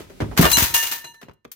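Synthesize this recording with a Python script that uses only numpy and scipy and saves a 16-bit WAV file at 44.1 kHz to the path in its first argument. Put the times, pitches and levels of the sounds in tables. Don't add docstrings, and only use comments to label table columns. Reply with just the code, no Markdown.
import sys
import numpy as np
from scipy import signal
from scipy.fft import rfft, irfft
from scipy.io import wavfile

SR = 44100
rng = np.random.default_rng(int(sys.argv[2]) if len(sys.argv) > 2 else 0)


def digitize_waveform(pressure):
    field = np.atleast_2d(pressure).T
    bounded = np.clip(field, -1, 1)
    quanta = np.round(bounded * 32767).astype(np.int16)
    wavfile.write(sys.argv[1], SR, quanta)


N = 68355

# start_s, level_db, rise_s, t60_s, tilt_db_per_octave, left_minus_right_db
CLATTER_BURSTS = [(0, -46.5, .002, 0.26, -4, 1), (0.097, -48.5, 0.0025, 0.12, -4.5, 4),
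                  (0.201, -28, 0.004, 0.17, -7.5, 2.5), (0.311, -28, 0.0045, 0.15, -11, -15),
                  (0.362, -32.5, .012, 0.023, -5, -12), (.375, -16, 0.001, 0.22, -1.5, 1.6),
                  (.408, -20, 0.0031, 0.48, 1.7, 8), (0.441, -18.5, .02, 0.14, -7.5, -10),
                  (0.496, -23.5, .01, 0.085, 0.5, 2), (.512, -15, .006, 0.091, 1.5, 9),
                  (0.533, -34, .01, 0.8, -1.1, 9), (.569, -16, 0.0015, 0.45, 0.5, 2),
                  (0.591, -24, .004, 0.26, 2.5, 14), (.622, -18, 0.0023, 0.21, 1.5, 4),
                  (.739, -16, 0.0042, 0.39, 2, 2), (.824, -23, 0.0046, 0.23, 1, 3.5),
                  (.867, -26.5, 0.0021, 0.18, 1.5, 0), (.911, -24, 0.0063, 0.25, 1, 2),
                  (1.041, -37, .003, 0.067, -4.5, 5), (1.051, -49, .004, 0.14, -3, -5.5),
                  (1.140, -53.5, .005, .08, -3.5, -9), (1.213, -45.5, .002, 0.14, -3.5, 2),
                  (1.228, -41, 0.0027, 0.042, -6.5, 1), (1.283, -41, .002, 0.053, -8, 1),
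                  (1.295, -35.5, 0.0012, 0.027, -9.5, -4), (1.311, -49.5, 0.0012, .04, -7.5, 1),
                  (1.333, -62.5, .002, 0.037, 1.5, 12), (1.445, -57.5, 0.0018, 0.023, -3, -5),
                  (1.450, -39.5, 0.00092, 0.025, -6.5, -2.3), (1.475, -72, 0.0032, 0.054, -1.5, 4),
                  (1.515, -35, 0.0021, 0.072, 4, 4)]
# freq_hz, gain_db
CLATTER_SPECTRUM = [(180, -37), (300, -12.5), (801, -8.5), (915, -3), (1040, -6.5), (1720, -3.5),
                    (7080, -9), (8790, -14), (15000, -5), (16000, -20.5)]
# freq_hz, gain_db
BACKGROUND_SPECTRUM = [(18, -38), (30, -0.5), (374, -13.5), (684, -22.5), (937, -26.5), (1190, -33.5),
                       (1280, -22), (1390, -28.5), (2290, -27.5), (16000, -40)]
# time_s, level_db
BACKGROUND_LEVEL = [(0, -36), (.06, -48.5), (.36, -43.5), (.9, -54.5), (1.201, -69), (1.329, -74),
                    (1.4, -89), (1.55, -77)]
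# start_s, level_db, settled_pitch_hz, sink_s, t60_s, rumble_db
THUD_EVENTS = [(.004, -33, 293, 0.0018, .08, -8.5), (0.101, -36, 388, 0.00065, 0.1, -8),
               (.203, -21.5, 222.5, 0.0015, 0.19, 0), (0.2241, -12.5, 105, .001, 0.13, -17.5),
               (0.257, -26.5, 110, 0.0023, 0.24, -14), (.285, -26.5, 78.4, 0.0014, 0.098, -7),
               (0.312, -34.5, 150, 0.0041, 0.26, -2.5), (0.376, -21.5, 80, 0.0021, 0.14, -7),
               (0.3923, -0.5, 169, .0006, 0.16, -11), (.437, -14.5, 70, 0.0012, 0.26, -10),
               (0.489, -25, 58.4, 0.0026, 0.27, -26), (0.542, -32.5, 60.5, 0.0035, 0.26, -3.5),
               (0.573, -17.5, 89, 0.0035, .1, -6), (.622, -13, 73, 0.0024, .08, -15.5),
               (0.701, -41, 84, 0.0019, .12, -0.5), (0.727, -39.5, 62, 0.0032, 0.18, 2),
               (.912, -39, 264, 0.0014, 0.13, -4.5), (1.041, -48.5, 127, 0.0037, 0.36, -5),
               (1.225, -40.5, 380, 0.0013, 0.039, -14), (1.232, -41.5, 129, 0.0037, 0.19, -9),
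               (1.265, -50, 303, 0.0013, .05, -7), (1.283, -45.5, 99.5, 0.0045, 0.27, -8),
               (1.311, -49, 146.4, 0.0023, 0.037, -13), (1.449, -36.5, 366, 0.0011, 0.037, -3.5),
               (1.458, -45, 121.8, 0.0042, 0.13, -7)]
# start_s, level_db, rise_s, t60_s
SCRAPE_EVENTS = [(0.206, -36, 0.0015, 0.12), (.376, -31.5, 0.0071, .08), (0.403, -20.5, 0.037, 0.13),
                 (.432, -17, 0.017, 0.12), (.455, -19, 0.0071, 0.088), (.57, -28, 0.0019, 0.23)]
# freq_hz, width_hz, gain_db
FRAME_MODES = [(404, 170, -1.5), (675, 100, 1.5), (1160, 120, 6), (1450, 95, -0.5), (1762, 92, -5.5),
               (2090, 130, -11.5), (2830, 200, -7)]
# freq_hz, level_db, t60_s, left_minus_right_db
TUBE_MODES = [(936, 0, .9, -3), (1764, -7, .6, -3), (1784, 0, .7, -3), (2824, -6, .5, 0), (2838, 0, .5, 0),
              (4037, -.6, .55, 3), (4079, -1.6, .3, 3), (5420, -11, .25, 3), (5965, -9, .4, 3),
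              (6094, -7, .45, 3), (6194, -2, .5, 3), (6360, 0, .45, 3), (6570, -10, .3, 3),
              (6850, -13, .15, 4), (7700, -9, .35, 5), (8230, -10, .3, 5), (8870, -8, .35, 7),
              (9560, -6, .35, 7), (9920, -10, .25, 7), (10374, -15, .3, 7), (11140, -6, .35, 7),
              (11520, -8, .35, 7), (12120, -8, .3, 7), (12950, -8, .35, 6), (13870, -11, .35, 6),
              (14760, -10, .35, 6)]
# start_s, rise_s, earlier_ring_change_db,
# level_0k9_db, level_1k8_db, level_2k8_db, level_4k_db, level_higher_db
TUBE_CONTACTS = [(.445, 0.011, 11.5, -36, -28.5, -24.5, -37, -41),
                 (.49, 0.0079, -14, -32, -43.5, -40, -36, -37), (.526, 0.005, -4, -55, -50, -22, -18, -20),
                 (0.57, 0.0011, -35, -31.5, -33, -40.5, -34, -40),
                 (.739, 0.0023, -2, -28, -26, -21, -36, -30), (.771, 0.006, -11, -36, -27, -35, -43.5, -29),
                 (.825, 0.0036, -7, -65, -52, -31, -47, -46),
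                 (0.912, 0.0012, -15, -45, -38.5, -39.5, -45, -48),
                 (.985, 0.036, -6, -58, -39, -57, -58, -76),
                 (1.042, .004, -10.5, -45, -54, -46.5, -44, -48),
                 (1.126, 0.015, -12, -59.5, -51.5, -72.5, -59.5, -63.5),
                 (1.215, .002, -18, -74, -67.5, -60.5, -65, -79), (1.34, .002, -8, -99, -85, -85, -90, -99),
                 (1.443, .002, -22.5, -99, -99, -99, -99, -99)]
MODE_FAMILY_EDGES_HZ = [1300, 2300, 3400, 5000]

STEREO_HZ = 900
PAN_FULL_HZ = 5900
GRAIN_DB, GRAIN_PER_S = 2.5, 700
RATTLE_DB, RATTLE_WIDTH_HZ, RATTLE_FROM_HZ = 0, 47, 5000
GLIDE = 2.35
PUNCH, PUNCH_S = 2.08, 0.0043
BODY_HZ = 260
ROOM_T60_S, ROOM_DB, ROOM_HZ = .25, -15, 3000
WAVER_DB, WAVER_PER_S = 3.5, 30.58
TOP_HZ = 15900


def undb(db):
    return 10 ** (np.asarray(db) / 20)


def pan(db):
    return undb(np.array([db, -db]) / 2)


def noise(n, spectrum, tilt_db=0., pan_db=0.):
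    f_hz = np.maximum(np.fft.rfftfreq(n, 1 / SR), 20)
    table_hz, table_db = np.array(spectrum, float).T
    gain_db = np.interp(np.log(f_hz), np.log(table_hz), table_db) + tilt_db * np.log2(f_hz / 4000)
    mid, side = rfft(rng.standard_normal((2, n))) * undb(gain_db)
    side = side * np.minimum(f_hz / STEREO_HZ + 0.34, 1)
    shading = pan(pan_db * np.minimum(f_hz / PAN_FULL_HZ, 1.5))
    x = irfft(np.array([mid + side, mid - side]) * shading, n)
    return x / np.sqrt(np.mean(x ** 2))


def shape(t, rise_s, t60_s):
    rise = np.sin(np.pi / 2 * np.clip(t / max(rise_s, 1e-4), 0, 1)) ** 2
    return rise * undb(-60 * np.maximum(t - rise_s, 0) / t60_s)


def add(out, start_s, x):
    i = max(int(start_s * SR), 0)
    out[:, i:i + x.shape[1]] += x[:, :N - i]


def grain(t):
    strength = np.minimum(rng.exponential(size=2000), 3)
    return undb(GRAIN_DB * np.interp(t, np.arange(2000) / GRAIN_PER_S, strength))


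def clatter():
    out, t = np.zeros((2, N)), np.arange(SR // 2) / SR
    for start_s, level_db, rise_s, t60_s, tilt_db, pan_db in CLATTER_BURSTS:
        contacts = noise(len(t), CLATTER_SPECTRUM, tilt_db, pan_db) * grain(t)
        add(out, start_s, undb(level_db) * contacts * shape(t, rise_s, t60_s))
    return out


def rattle(x):
    f_hz = np.fft.rfftfreq(N, 1 / SR)
    ring = sum(undb(level_db) / (1 + 2j * (f_hz - hz) / RATTLE_WIDTH_HZ)
               for hz, level_db, _, _ in TUBE_MODES if hz > RATTLE_FROM_HZ)
    return irfft(rfft(x) * (1 + undb(RATTLE_DB) * ring), N)


def background():
    time_s, level_db = np.array(BACKGROUND_LEVEL).T
    return noise(N, BACKGROUND_SPECTRUM) * undb(np.interp(np.arange(N) / SR, time_s, level_db))


def thuds():
    out, t = np.zeros((2, N)), np.arange(SR // 3) / SR
    punch = (1 + PUNCH * np.exp(-(t / PUNCH_S) ** 2)) / 2
    for start_s, level_db, hz, sink_s, t60_s, rumble_db in THUD_EVENTS:
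        turns = hz * (t + GLIDE * sink_s * (1 - np.exp(-t / sink_s)))
        swing = -np.sin(2 * np.pi * turns) * shape(t, .0025, t60_s) * punch
        top_hz = hz + BODY_HZ
        rumble = noise(len(t), [(30, -12), (hz, 0), (top_hz, -6), (4 * top_hz, -40), (20000, -80)])
        rumble = undb(rumble_db) * rumble * shape(t, 0.0067, t60_s)
        add(out, start_s, undb(level_db) * (swing + rumble))
    return out


def room(x):
    t = np.arange(SR // 2) / SR
    tail = noise(len(t), [(30, 0), (ROOM_HZ, -3), (20000, -12)]) * shape(t - .004, 0.0037, ROOM_T60_S)
    tail = tail / np.sqrt(np.sum(tail ** 2) / 2)
    return undb(ROOM_DB) * signal.fftconvolve(x.mean(0, keepdims=True), tail, axes=1)[:, :N]


def scrapes():
    out, t = np.zeros((2, N)), np.arange(SR // 4) / SR
    for start_s, level_db, rise_s, t60_s in SCRAPE_EVENTS:
        push = noise(len(t), [(30, 0), (20000, 0)]) * grain(t) ** 2 * shape(t, rise_s, t60_s)
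        rung = np.zeros_like(push)
        for hz, width_hz, gain_db in FRAME_MODES:
            b, a = signal.iirpeak(hz, hz / width_hz, SR)
            rung += undb(gain_db) * np.sqrt(SR / width_hz) * signal.lfilter(b, a, push)
        add(out, start_s, undb(level_db) * rung / len(FRAME_MODES))
    return out


def tube():
    out, t = np.zeros((2, N)), np.arange(N) / SR
    hz, mode_db, t60_s, pan_db = np.array(TUBE_MODES, float).T[:, :, None]
    turn = np.pi * np.arange(len(hz))[:, None]
    family = np.searchsorted(MODE_FAMILY_EDGES_HZ, hz)
    lag = rng.uniform(-0.91, 1, hz.shape) * np.minimum(hz / STEREO_HZ / 2, 1.2)
    waver_s = np.arange(200) / WAVER_PER_S
    drift = rng.standard_normal((len(hz), 200))
    waver_db = WAVER_DB * np.array([np.interp(t, waver_s, row) for row in drift])
    side_gains = pan(pan_db)
    for k, (start_s, rise_s, _, *family_db) in enumerate(TUBE_CONTACTS):
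        i = int(start_s * SR)
        u = t[:min(N - i, SR // 3)]
        choke_db = sum(later[2] * np.clip((u + start_s - later[0]) / .004, 0, 1)
                       for later in TUBE_CONTACTS[k + 1:])
        level_db = np.array(family_db)[family] + mode_db + choke_db + waver_db[:, i:i + len(u)]
        size = undb(level_db) * shape(u, rise_s, t60_s)
        phase = 2 * np.pi * hz * u + turn
        left = (size * side_gains[0] * np.sin(phase + lag)).sum(0)
        right = (size * side_gains[1] * np.sin(phase - lag)).sum(0)
        add(out, start_s, np.array([left, right]))
    return out


def scene():
    dry = thuds() + rattle(clatter()) + scrapes() + tube()
    return background() + dry + room(dry)


def record(dry):
    x = signal.sosfilt(signal.butter(4, 45, "high", fs=SR, output="sos"), dry)
    rounded = x / (1 + x ** 4) ** (1 / 4)
    return signal.sosfilt(signal.ellip(10, .2, 80, TOP_HZ, fs=SR, output="sos"), rounded)


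dry = scene()
out = record(dry)
digitize_waveform(out)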